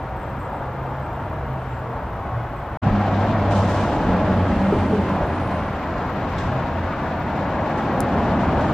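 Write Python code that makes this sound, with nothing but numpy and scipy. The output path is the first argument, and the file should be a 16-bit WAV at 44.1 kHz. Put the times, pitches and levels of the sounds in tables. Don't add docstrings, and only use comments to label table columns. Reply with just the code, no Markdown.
import sys
import numpy as np
from scipy import signal
from scipy.fft import rfft, irfft, next_fast_len
from scipy.io import wavfile
from scipy.ndimage import uniform_filter1d

SR = 44100
rng = np.random.default_rng(int(sys.argv[2]) if len(sys.argv) > 2 else 0)


def unload_audio(sound):
    columns = np.transpose(np.atleast_2d(sound))
    steps = np.round(np.clip(columns, -1, 1) * 32767)
    wavfile.write(sys.argv[1], SR, steps.astype(np.int16))


N = 384993
TIME = np.arange(N) / SR
LEFT_RIGHT = np.array([[1], [-1]])

OVERHEAD_SWELLS = [(3.3, 1, -34, -27.5, -28, -46.5), (4.18, 0.38, -30, -24, -29.5, -48.5),
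                   (4.85, 0.54, -34, -27, -36.5, -49), (5.21, .1, -35, -30, -34.5, -62.5),
                   (6.42, 0.26, -32.5, -36.5, -35, -50.5), (8.05, 0.58, -42.5, -26, -26.5, -49.5),
                   (8.65, 0.56, -32, -23, -26, -46.5)]


def from_db(db):
    return 10 ** (np.asarray(db) / 20)


def rms_one(x):
    return x / np.sqrt(np.mean(x ** 2) + 1e-20)


def in_time(rows):
    s, *columns = np.transpose(rows)
    return [np.interp(TIME, s, c) for c in columns]


def at_hz(points, hz):
    points = np.array(points)
    return np.interp(np.log(hz), np.log(points[:, 0]), points[:, 1])


def drift(rate):
    step = 40
    r = np.exp(-2 * np.pi * rate * step / SR)
    noise = rng.standard_normal(N // step + 2002)
    slow = signal.lfilter([1], [1, -2 * r, r * r], noise)[2000:]
    return np.interp(np.arange(N) / step, np.arange(len(slow)), rms_one(slow))


def surge(level_db, flutter_db, rate):
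    return from_db(level_db + flutter_db * drift(rate))


def swell(peak_s, width_s):
    return np.exp(-(2 * (TIME - peak_s) / width_s) ** 2)


def ring(drive, hz, t60):
    r = from_db(-60 / (t60 * SR))
    w = 2 * np.pi * hz / SR
    return signal.lfilter([0, np.sin(w)], [1, -2 * r * np.cos(w), r * r], drive + 1e-18)


def wash(colour, low_hz, high_hz, least_alike=-.94):
    # frequency in Hz, left-right likeness (1 the same, -1 opposed).
    likeness = [(60, .9999), (190, .9997), (250, .992), (320, .955), (450, .985), (750, .98), (1100, .955),
                (2000, .88), (3500, .5), (4500, .27), (6500, .07), (7500, -.08), (8500, -.45), (9500, -.74),
                (10500, -.84), (12000, -.94)]
    # frequency in Hz, left minus right in dB.
    balance_db = [(300, 0), (660, 1.0), (1200, 1.5), (2600, 1.1), (8000, 0)]
    left_lead_s = .000015
    size = next_fast_len(N)
    hz = np.maximum(np.arange(size // 2 + 1) * SR / size, 1)
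    mid, side = rfft(rng.standard_normal((2, size)))
    alike = np.clip(at_hz(likeness, hz), least_alike, 1)
    width = np.sqrt((1 - alike) / (1 + alike))
    edges = 1 / np.sqrt((1 + (low_hz / hz) ** 12) * (1 + (hz / high_hz) ** 12))
    gain = edges * from_db(at_hz(colour, hz) + LEFT_RIGHT * at_hz(balance_db, hz) / 2)
    arrival = np.exp(1j * np.pi * hz * left_lead_s * LEFT_RIGHT / (1 + (hz / 6000) ** 4))
    x = irfft(gain * arrival * (mid + LEFT_RIGHT * width * side), size)[:, :N]
    return x / np.std(x.mean(axis=0))


def reflected(x):
    echo_count, changes_per_s, echo_db = 10, .7, -13.5
    lags = (rng.uniform(.002, .016, echo_count) * SR).astype(int)
    echoes = sum(drift(changes_per_s) * np.roll(x, lag, axis=-1) for lag in lags) / np.sqrt(echo_count)
    both = x + from_db(echo_db) * echoes
    power_before, power_after = (
        uniform_filter1d(np.mean(v ** 2, axis=0), size=SR // 10) for v in (x, both))
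    return both * np.sqrt(power_before / power_after)


def engine(hz, levels_db, wobble, rough_db, scatter):
    phase = 2 * np.pi * np.cumsum(hz * (1 + wobble * drift(7.2))) / SR
    out = 0
    for number, db in enumerate(levels_db, start=1):
        level = np.sqrt(2) * surge(db, rough_db, 13.0)
        out = out + level * np.sin(number * (phase + scatter * drift(19)))
    return out


def passing(nearest_s, cross_s):
    falloff = 1.71
    return (1 + ((TIME - nearest_s) / cross_s) ** 2) ** -falloff


def overhead_db(stream_db, swell_dbs):
    power = from_db(stream_db) ** 2
    for (peak_s, width_s, *_), db in zip(OVERHEAD_SWELLS, swell_dbs):
        power = power + from_db(db) ** 2 * passing(peak_s, width_s)
    return 10 * np.log10(power)


def near_road():
    # frequency in Hz, level in dB per Hz.
    near_low = [(20, -22.5), (35, -7.5), (55, -5.5), (75, -1.5), (110, -6), (150, -5.5), (220, -5),
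                (300, -7.5), (420, -13.5)]
    near_high = [(450, 0.5), (620, 2), (900, -1), (1200, -6.5), (1600, -10), (2200, -18), (3100, -25.5),
                 (4200, -32.5), (5600, -40), (7500, -46.5), (9500, -59.5), (10500, -57.5), (12400, -67),
                 (15000, -82.5)]
    # time in seconds, left minus right in dB.
    lean = [(2.84, 0.5), (4.4, -1), (5.3, -0.8), (6.2, 0.7), (7.5, .6), (8.7, .1)]
    _, _, deck_db, boom_db, roar_db, fizz_db = np.transpose(OVERHEAD_SWELLS)
    hiss_db = roar_db - 8.5
    deck = surge(overhead_db(-34, deck_db), 0.79, 4.1) * wash(near_low, 15, 133)
    boom = surge(overhead_db(-31.5, boom_db), 0.34, 26.0) * wash(near_low, 114.0, 460)
    roar = surge(overhead_db(-30, roar_db), 0.93, 3.1) * wash(near_high, 495, 1090)
    hiss = surge(overhead_db(-32.5, hiss_db), 1.0, 35) * wash(near_high, 972, 2570)
    fizz = surge(overhead_db(-48.5, fizz_db), 1.0, 21) * wash(near_high, 2500, 11000)
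    lean_db, = in_time(lean)
    return deck + boom + reflected(roar + hiss + fizz) * from_db(lean_db * LEFT_RIGHT / 2)


def thumps():
    # start in seconds, level in dB ahead of the deck's treble loss,
    # ring in Hz, t60 in seconds.
    knocks = [(2.834, -13.5, 283, 0.038), (2.864, -7, 130, 0.053), (2.905, -16, 42, 0.27),
              (4.1, -20, 55, 0.22), (4.6, -13, 245, 0.06), (4.724, -2.5, 401, 0.038),
              (4.762, -22, 280, .05), (4.9, -10, 242, 0.077), (4.925, -14, 425, 0.23),
              (4.978, -11, 410, 0.048), (5.163, -13.5, 764, .05), (5.207, -7.5, 645, 0.024),
              (5.215, -20, 52, 0.24), (5.238, -18, 500, .05), (7.36, -24, 171, 0.056),
              (8.67, -18, 346, 0.083)]
    deck_cut_hz = 2100
    out = np.zeros(N)
    for s, db, hz, t60 in knocks:
        age = np.maximum(TIME - s, 0)
        blow = from_db(-60 * age / t60) * np.sin(2 * np.pi * hz * age)
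        rough = rms_one(ring(rng.standard_normal(N), hz, 7 / hz))
        echo = from_db(-18.0 - 60 * age / 0.51) * rough
        soft_start = 1 - np.exp(-age / 0.0026)
        out += from_db(db) * soft_start * (blow + echo)
    return signal.sosfilt(signal.butter(2, deck_cut_hz, fs=SR, output="sos"), out + 1e-18)


def truck_engine():
    # time in seconds, level in dB.
    truck_drone = [(2.85, -26), (3.22, -23), (3.33, -27.5), (3.44, -23), (3.7, -22.5), (3.81, -29),
                   (3.93, -44), (4.2, -28), (4.3, -27), (4.42, -18.5), (4.62, -38), (4.85, -26.5),
                   (4.97, -32.5), (5.3, -33.5), (5.45, -27.5), (5.95, -41), (6.3, -30.5), (7.0, -35.5),
                   (8.0, -34.5), (8.18, -25), (8.33, -29), (8.7, -30)]
    note_hz, nearest_s, cross_s = 94.6, 4.25, 0.443
    doppler_hz, slowing_hz_per_s, second_harmonic_db = 4.6, 1.5, -9
    near_scatter_rad, far_scatter_rad, fades_s = .18, .7, 2
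    past = TIME - nearest_s
    hz = note_hz - doppler_hz * past / np.hypot(past, cross_s) - slowing_hz_per_s * past
    db, = in_time(truck_drone)
    gone = np.clip(past / fades_s, 0, 1)
    scatter = near_scatter_rad + gone * (far_scatter_rad - near_scatter_rad)
    levels_db = [db, db + second_harmonic_db]
    return engine(hz, levels_db, wobble=0.0082, rough_db=1.5 + 2 * gone, scatter=scatter)


def overhead_hum():
    # peak in seconds, pitch in Hz, width in seconds, peak level in dB.
    hum_surges = [(2.87, 205, .06, -25), (2.96, 204, 0.11, -23), (4.07, 233, 0.061, -18.5),
                  (4.13, 182, 0.12, -21), (4.31, 189, 0.055, -24.5), (4.53, 196, 0.067, -18),
                  (4.666, 195.5, 0.13, -15.5), (4.82, 202, 0.12, -20), (4.938, 186, 0.036, -15.5),
                  (4.997, 198, 0.031, -13), (5.12, 197, 0.09, -21.5), (6.25, 124, 0.11, -28),
                  (6.539, 128.3, .13, -24), (8.249, 224, .2, -26), (8.42, 194, 0.24, -30)]
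    waver_rad = 0.25 * drift(20)
    out = 0
    for s, hz, width, db in hum_surges:
        out = out + from_db(db) * swell(s, width) * np.sin(2 * np.pi * hz * (TIME - s) + waver_rad)
    return out


def truck_tread():
    # loudest at in seconds, width in seconds, pitch in Hz, sinking in Hz per second,
    # bandwidth in Hz, level in dB.
    tread_notes = [(3.0, .8, 733, 70, 60, -30.5), (3.25, 1.0, 212.1, 5, 25, -30),
                   (3.5, .8, 635, 110, 50, -29), (3.98, .4, 833, 40, 40, -31),
                   (4.3, .9, 589.7, 20, 70, -30), (4.75, 0.99, 1650, 160, 60, -44)]
    # frequency in Hz, level in dB per Hz.
    trail_colour = [(5000, 0), (8000, 1.5), (10000, 2.5), (12000, -21)]
    lean_db = -1
    tread = 0
    for s, width, hz, sink, band_hz, db in tread_notes:
        phase = 2 * np.pi * np.cumsum(hz - sink * np.clip(TIME - s, -width, width)) / SR
        band = drift(band_hz) * np.cos(phase) + drift(band_hz) * np.sin(phase)
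        tread = tread + from_db(db) * swell(s, width) * band
    trail_level = surge(-62, 1.0, 13) * np.sqrt(passing(nearest_s=4.8, cross_s=0.34))
    trail = trail_level * wash(trail_colour, 4100, 9700, least_alike=-.2)
    return tread * from_db(lean_db * LEFT_RIGHT / 2) + trail


def air_puffs():
    # start in seconds, level in dB, extra dB of the opening spit, hold in seconds,
    # t60 in seconds, top edge in Hz.
    puffs = [(3.508, -43, 2, 0.072, 1.4, 13000), (3.675, -46, -1, 0.13, 1.3, 12500),
             (6.381, -44.5, 4, 0.012, 0.36, 8200), (7.773, -53, 2, 0.024, .2, 12000),
             (8.607, -54, 6, 0.11, .4, 12000)]
    # frequency in Hz, level in dB per Hz.
    puff_colour = [(1200, -10), (2200, 6), (3200, 8.5), (4500, 3.5), (6000, 1), (7500, -3), (9500, -13),
                   (10500, -32), (12400, -34), (15000, -37)]
    attack_s, spit_s = .0015, .016
    out = 0
    for s, db, spit_db, hold, t60, top_hz in puffs:
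        age = np.maximum(TIME - s, 0)
        level_db = db + spit_db * np.exp(-age / spit_s) - 60 * np.maximum(age - hold, 0) / t60
        opening = np.minimum(age / attack_s, 1)
        out = out + opening * from_db(level_db) * wash(puff_colour, 1200, top_hz)
    return out * surge(0, 1.6, 70)


def brakes():
    # peak in seconds, width in seconds, level in dB.
    squeals = [(5.29, .2, -77), (5.52, 0.42, -69)]
    # frequency in Hz, level in dB per Hz.
    squeal_colour = [(7600, -18), (8700, -4), (9300, 1), (10000, -18), (12000, -45)]
    level = sum(from_db(db) * swell(s, width) for s, width, db in squeals)
    return level * surge(0, 2.5, 25) * wash(squeal_colour, 8000, 10500)


def clicks():
    # start in seconds, level in dB.
    contacts = [(8.005, -14), (8.0146, -34)]
    # frequency in Hz, level in dB within the click, t60 in seconds.
    click_modes = [(3750, -16, .003), (5200, -10, 0.0037), (6900, -4.5, 0.0034), (10150, 0, 0.0047),
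                   (13000, -5, 0.005), (15200, -7, 0.0033)]
    right_lag_s = .000031
    out = np.zeros((2, N))
    span = np.arange(SR // 5) / SR
    age = np.maximum(span - np.array([[0], [right_lag_s]]), 0)
    for s, db in contacts:
        tick = 0
        for k, (hz, mode_db, t60) in enumerate(click_modes):
            mode = from_db(mode_db - 60 * age / t60) * np.sin(2 * np.pi * hz * age)
            tick = tick + (-1) ** k * mode
        rough = rms_one(ring(rng.standard_normal(age.shape), 9000, .0004))
        echo = from_db(-30 - 60 * age / 0.089) * rough
        start = round(s * SR)
        out[:, start:start + len(span)] += from_db(db) * (tick + echo)
    return out


def far_road():
    # frequency in Hz, level in dB per Hz.
    far_low = [(20, -19), (35, -7.5), (58, 2), (75, 0), (100, -1), (160, -5.5), (220, -9.5), (320, -10.5),
               (430, -9)]
    far_high = [(450, -0.5), (650, 1), (900, 1), (1300, -6.5), (1700, -13), (2300, -21), (3300, -30),
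                (4500, -39), (6500, -46), (10000, -52.5), (12800, -55), (14500, -70)]
    # time in seconds, pitch in Hz.
    far_pitch = [(0, 130), (.5, 130), (1.05, 133.5), (1.35, 138), (1.75, 124), (2.45, 117), (2.77, 115)]
    # time in seconds, level in dB.
    far_drone = [(0, -37.5), (.5, -37), (.97, -31), (1.2, -39.5), (1.55, -29.5), (1.9, -36), (2.05, -40),
                 (2.26, -39), (2.38, -24.5), (2.58, -43)]
    rumble = surge(-31, 1.0, 4.7) * wash(far_low, 15, 385)
    roar = surge(-32, 1.0, 2.4) * wash(far_high, 460, 1440)
    hiss = surge(-41, 0.31, 4.1) * wash(far_high, 1340, 12400, least_alike=-0.17)
    hz, = in_time(far_pitch)
    drone_db, = in_time(far_drone)
    drone = engine(hz, [drone_db], wobble=0.0038, rough_db=1.6, scatter=0.088)
    return rumble + reflected(roar + hiss) + drone


def birds():
    # start in seconds, pitch in Hz, length in seconds, level in dB, glide in Hz.
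    chirps = [(0.165, 8120, 0.08, -63, 60), (.22, 7470, 0.045, -68, -150), (.25, 8000, .085, -68, 100),
              (0.368, 8200, 0.13, -65, -60), (0.388, 7520, 0.1, -66, -300), (0.508, 8680, 0.09, -67, 200),
              (.545, 7700, 0.07, -68, 100), (.84, 8150, .1, -72, 0), (.87, 7480, .1, -74, -150),
              (1.005, 7900, 0.08, -68, 550), (1.1, 7480, 0.075, -68, 300), (1.21, 8220, .08, -71, 0),
              (1.56, 8200, .1, -72, 50), (1.68, 7520, 0.09, -64, -250), (1.7, 8200, .06, -71, 0),
              (1.745, 7580, .075, -68, 200), (2.55, 7820, .08, -68, -50)]
    arch_hz = 130
    out = np.zeros((2, N))
    waver = .004 * drift(110)
    for s, hz, length, db, glide_hz in chirps:
        span = slice(int(s * SR), int((s + length) * SR))
        age = (TIME[span] - s) / length
        arch = np.clip(4 * age * (1 - age), 0, 1)
        pitch = hz * (1 + waver[span]) + glide_hz * (age - .5) - arch_hz * (1 - arch)
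        phase = 2 * np.pi * np.cumsum(pitch) / SR + LEFT_RIGHT * np.pi / 4
        out[:, span] += from_db(db) * np.sqrt(arch) * np.sin(phase)
    return out * surge(0, 2.0, 60)


def electronic_whine():
    whine_hz, pulses_per_s, pulse_depth = 13007, 30, .62
    pulsing = 1 + pulse_depth * np.cos(2 * np.pi * pulses_per_s * TIME)
    tone = np.sqrt(2) * np.sin(2 * np.pi * whine_hz * TIME + 1.14 * LEFT_RIGHT)
    return pulsing * surge(-66, 2.6, 70) * tone


def scene():
    garden_end_s, underpass_start_s = 2.773, 2.817
    in_garden = np.clip((garden_end_s - TIME) / .0003, 0, 1)
    in_underpass = np.clip((TIME - underpass_start_s) / .018, 0, 1) ** 1.3
    underpass = near_road() + thumps()
    underpass = underpass + truck_engine() + overhead_hum() + truck_tread()
    underpass = underpass + air_puffs() + brakes() + clicks()
    garden = far_road() + birds()
    whine = electronic_whine()
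    return (garden + whine) * in_garden + (underpass + whine) * in_underpass


def record(dry):
    return signal.sosfilt(signal.cheby2(12, 70, 17000, fs=SR, output="sos"), dry)


dry = scene()
out = record(dry)
unload_audio(out)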